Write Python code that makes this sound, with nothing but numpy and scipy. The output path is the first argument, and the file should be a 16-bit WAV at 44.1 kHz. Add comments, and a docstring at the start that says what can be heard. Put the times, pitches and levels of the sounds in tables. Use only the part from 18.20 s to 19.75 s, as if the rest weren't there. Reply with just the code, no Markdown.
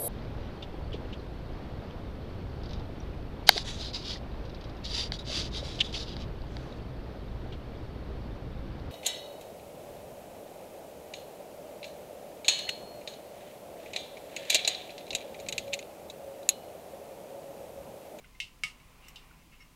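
"""Fingernails pick at the pull tab of a full drink can on a table in a small room.
Each click rings the few strong modes of lid and tab and the many short ones of the thin metal.
Between the clicks nails graze the lid, fingers and can knock softly and skin slides over the can;
near the end a nail slips off with a faint squeak. Low room rumble and mains hum lie underneath."""
import sys
import numpy as np
from scipy import signal
from scipy.fft import irfft
from scipy.io import wavfile

SR = 44100
rng = np.random.default_rng(int(sys.argv[2]) if len(sys.argv) > 2 else 0)


def bounce(signal):
    """Save signal as a 16-bit WAV file at the path given by the first command-line argument."""
    frames = np.transpose(np.atleast_2d(signal))
    limited = np.clip(frames, -1, 1)
    pcm = np.round(limited * 32767).astype(np.int16)
    wavfile.write(sys.argv[1], SR, pcm)


N = 68355
TIME = np.arange(N) / SR
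RING_SIZE = SR // 2  # half a second for each touch to ring out
RING_TIME = TIME[:RING_SIZE]


def from_db(db):
    """Decibels to gain."""
    return 10 ** (np.asarray(db) / 20)


def fade(t60):
    """Exponential decay that falls 60 dB in t60 seconds."""
    return np.exp(-np.log(1000) * RING_TIME / t60)


def attack(rise_s):
    """Soft onset that rises from silence towards full level."""
    return 1 - np.exp(-RING_TIME / rise_s)


def add(out, start_s, sound):
    """Mix a sound in at its start time."""
    i = max(int(start_s * SR), 0)
    out[i:i + len(sound)] += sound[:N - i]


def noise(spectrum, size):
    """Noise of rms 1, coloured by a curve of (f/Hz, level/dB) points."""
    hz, db = np.transpose(spectrum)
    bins_hz = np.maximum(np.fft.rfftfreq(size, 1 / SR), 1)
    magnitude = from_db(np.interp(np.log(bins_hz), np.log(hz), db))
    x = irfft(magnitude * np.exp(2j * np.pi * rng.random(len(bins_hz))), size)
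    return x / x.std()


def background():
    """Room tone: steady rumble, hiss and mains hum."""
    # spectrum of rumble and hiss: f/Hz, relative level/dB
    air = [(15, -6.5), (28, 4), (38, -7.5), (70, -10), (110, -11.5), (160, -8), (220, -15.5), (400, -20.5),
           (1000, -28.5), (2500, -28), (5000, -30), (10000, -33.5), (16000, -35.5)]
    # steady tones: f/Hz, rms level/dB
    tones = [(28, -67.5), (49.8, -65.5), (150, -75.5), (250, -77), (1013, -78)]
    hum = sum(from_db(db) * np.sqrt(2) * np.sin(2 * np.pi * (hz * TIME + rng.random()))
              for hz, db in tones)
    return from_db(-59) * noise(air, N) + hum


def skin():
    """Fingers slide over the can with a faint friction hiss that swells and recedes."""
    # envelope of the slide: t/s, level/dB
    slide = [(0, -67.5), (0.42, -68.5), (0.52, -64), (0.66, -64), (0.74, -63.5), (0.84, -61), (0.94, -61.5),
             (1.04, -61.5), (1.15, -63.5), (1.28, -68.5), (1.55, -70)]
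    # spectrum of skin on metal: f/Hz, relative level/dB
    friction = [(200, 0.5), (600, 1), (1100, 6), (1600, -4), (2400, 3.5), (3200, -5), (4500, -19.5),
                (12000, -18.5)]
    return from_db(np.interp(TIME, *np.transpose(slide))) * noise(friction, N)


def ring(modes, pitch=1, length=1):
    """Struck modes dying away; a resting finger lowers and shortens them by the two ratios."""
    return sum((-1) ** k * from_db(db) * fade(t60 * length) * np.sin(2 * np.pi * hz * pitch * RING_TIME)
               for k, (hz, db, t60) in enumerate(modes))


def can(lid_db, pitch, ring_length, tab_db):
    """The can's answer to one touch: lid and tab modes, a crack and a dense metallic tail."""
    # spectrum of the thin metal's dense, short modes: f/Hz, relative level/dB
    metal = [(350, -37), (700, -16.5), (1200, -11), (1600, -18), (2130, 3.5), (2380, -7), (2780, 9.5),
             (3300, -5.5), (5400, -6.5), (6800, -12), (8500, -10.5), (11000, -16.5), (15500, -30)]
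    # modes of the free lid: f/Hz, relative level/dB, t60/s
    lid_modes = [(1253, -43, .19), (1985, -39, .07), (2105, -37, .04), (2226, -25, .10), (2490, -50, .05),
                 (2725, -30, .075), (4660, -52, .12), (4895, -50, .12), (5720, -53, .13), (7610, -48, .10)]
    # modes of the tab: f/Hz, relative level/dB, t60/s
    tab_modes = [(2555, -43, .07), (2802, -36, .115), (2865, -43, .06), (3025, -41, .15), (3175, -48, .13),
                 (3532, -46, .14), (3590, -47, .12), (3820, -46, .12), (4085, -47, .11), (4580, -53, .12),
                 (5318, -48, .14), (5970, -53, .11)]
    lid = from_db(lid_db) * ring(lid_modes, pitch, ring_length)
    tab = from_db(tab_db) * ring(tab_modes)
    crack = from_db(-27.5) * fade(t60=0.034) * noise(metal, RING_SIZE)
    tail = from_db(-36) * fade(t60=0.22) * attack(rise_s=0.003) * noise(metal, RING_SIZE)
    return lid + tab + crack + tail


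def contact(x, low_cut_hz, high_cut_hz):
    """Fingers on the lid hold back its low modes; a soft contact misses the high ones."""
    thinned = signal.sosfilt(signal.butter(6, low_cut_hz, "high", fs=SR, output="sos"), x)
    return signal.sosfilt(signal.butter(2, high_cut_hz, "low", fs=SR, output="sos"), thinned)


def grazes():
    """A nail grazes the lid: short swells of tiny slips set the can ringing."""
    # nail strokes: t/s, length/s, gain/dB, low cut/Hz, high cut/Hz,
    # lid gain/dB, lid ring length/ratio, tab gain/dB
    strokes = [(0.030, 0.02, -35, 1200, 3600, -5, 0.94, 3), (0.814, .100, -20.5, 1710, 8100, -15, .5, -10),
               (1.189, 0.044, -33, 1890, 2300, 4, 1.0, -12),
               (1.315, 0.033, -18.5, 955, 2140, -0.5, 0.42, -21),
               (1.383, 0.023, -28, 1730, 2210, 1, .8, -26), (1.401, .030, -24, 990, 2600, 3, 0.86, 5)]
    slips_per_s, spread_db = 1500, 3
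    out = np.zeros(N)
    for start_s, length_s, db, low_cut_hz, high_cut_hz, lid_db, ring_length, tab_db in strokes:
        onsets = rng.random(RING_SIZE) < slips_per_s / SR
        strengths = from_db(spread_db * rng.standard_normal(RING_SIZE)) * rng.choice([-1, 1], RING_SIZE)
        swell = np.sqrt(np.abs(np.sin(np.pi * np.minimum(RING_TIME / length_s, 1))))
        slips = onsets * strengths * swell
        body = contact(can(lid_db, 0.97, ring_length, tab_db), low_cut_hz, high_cut_hz)
        add(out, start_s, from_db(db) * signal.fftconvolve(slips / np.linalg.norm(slips), body))
    return out


def thuds():
    """Soft knocks of fingers on the can and of the can on the table, each one damped tone."""
    # knocks: t/s, level/dB, f/Hz, t60/s
    knocks = [(0.043, -40.5, 1473, 0.021), (0.437, -53, 173, .24), (0.438, -47, 123, 0.15),
              (0.606, -48, 144.5, 0.09), (1.110, -39, 1450, 0.019), (1.259, -49, 307, 0.074)]
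    out = np.zeros(N)
    for start_s, db, hz, t60 in knocks:
        envelope = from_db(db) * fade(t60) * attack(rise_s=0.0042)
        add(out, start_s, envelope * np.sin(2 * np.pi * hz * RING_TIME))
    return out


def clicks():
    """Single hard touches on the tab ring the can, each with the bright tick of the nail's edge."""
    # picks at the tab: t/s, gain/dB, low cut/Hz, high cut/Hz, lid gain/dB,
    # lid pitch/ratio, lid ring length/ratio, tab gain/dB, tick gain/dB
    picks = [(0.0445, -25.5, 1210, 2960, -1.5, 0.92, 0.54, -5, -11),
             (0.1490, -27, 1950, 3450, -1.5, 0.94, 0.62, -16, -33),
             (0.2015, -1.5, 2180, 6450, -1.5, 0.97, 0.59, 1.5, -11),
             (0.4356, -0.5, 530, 10600, 1.5, 1.0, 0.85, -3, -11),
             (0.6000, -32.5, 1940, 7000, -0.5, 1.0, 0.63, 0, -5),
             (0.8839, -24.5, 1200, 2090, 2, 0.92, 0.45, -15, 16),
             (0.9587, -11, 2910, 4700, -20, 0.6, .6, 3.5, -10)]
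    # spectrum of the nail's edge catching: f/Hz, relative level/dB
    nail = [(3000, -22), (5000, -12), (5500, 5.5), (6200, -12), (7200, -3), (8000, -1), (9000, -14.5),
            (12600, -9), (13800, -1), (15000, -15)]
    out = np.zeros(N)
    for start_s, db, low_cut_hz, high_cut_hz, lid_db, pitch, ring_length, tab_db, tick_db in picks:
        tick = from_db(tick_db - 39.5) * fade(t60=0.057) * noise(nail, RING_SIZE)
        body = contact(can(lid_db, pitch, ring_length, tab_db), low_cut_hz, high_cut_hz)
        add(out, start_s, from_db(db) * (body + tick))
    return out


def squeak():
    """A brief, narrow whistle of friction as the nail slides off."""
    start_s, length_s, centre_hz, width_hz = 1.4, 0.034, 5450, 37
    resonance = signal.iirpeak(centre_hz, centre_hz / width_hz, fs=SR)
    whistle = signal.lfilter(*resonance, rng.standard_normal(N))
    swell = np.sin(np.pi * np.clip((TIME - start_s) / length_s, 0, 1))
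    return from_db(-60.5) * swell * whistle / whistle.std()


def room(x):
    """The short, diffuse reverb of a small room, wet signal only."""
    wet_db, predelay_s = -13, 0.005
    echoes = rng.standard_normal(RING_SIZE) * fade(t60=0.2) * (RING_TIME > predelay_s)
    return from_db(wet_db) * signal.fftconvolve(x, echoes / np.linalg.norm(echoes))[:N]


def scene():
    """Mono mix: the nail sounds and their reverb over dry knocks, skin hiss and room tone."""
    touches = clicks() + grazes() + squeak()
    return (touches + room(touches) + thuds() + skin() + background())[None]


def record(dry):
    """A steep low-pass takes off the very top of the treble."""
    cutoff_hz = 15850
    return signal.sosfilt(signal.ellip(12, 0.1, 70, cutoff_hz, fs=SR, output="sos"), dry)


dry = scene()
out = record(dry)
bounce(out)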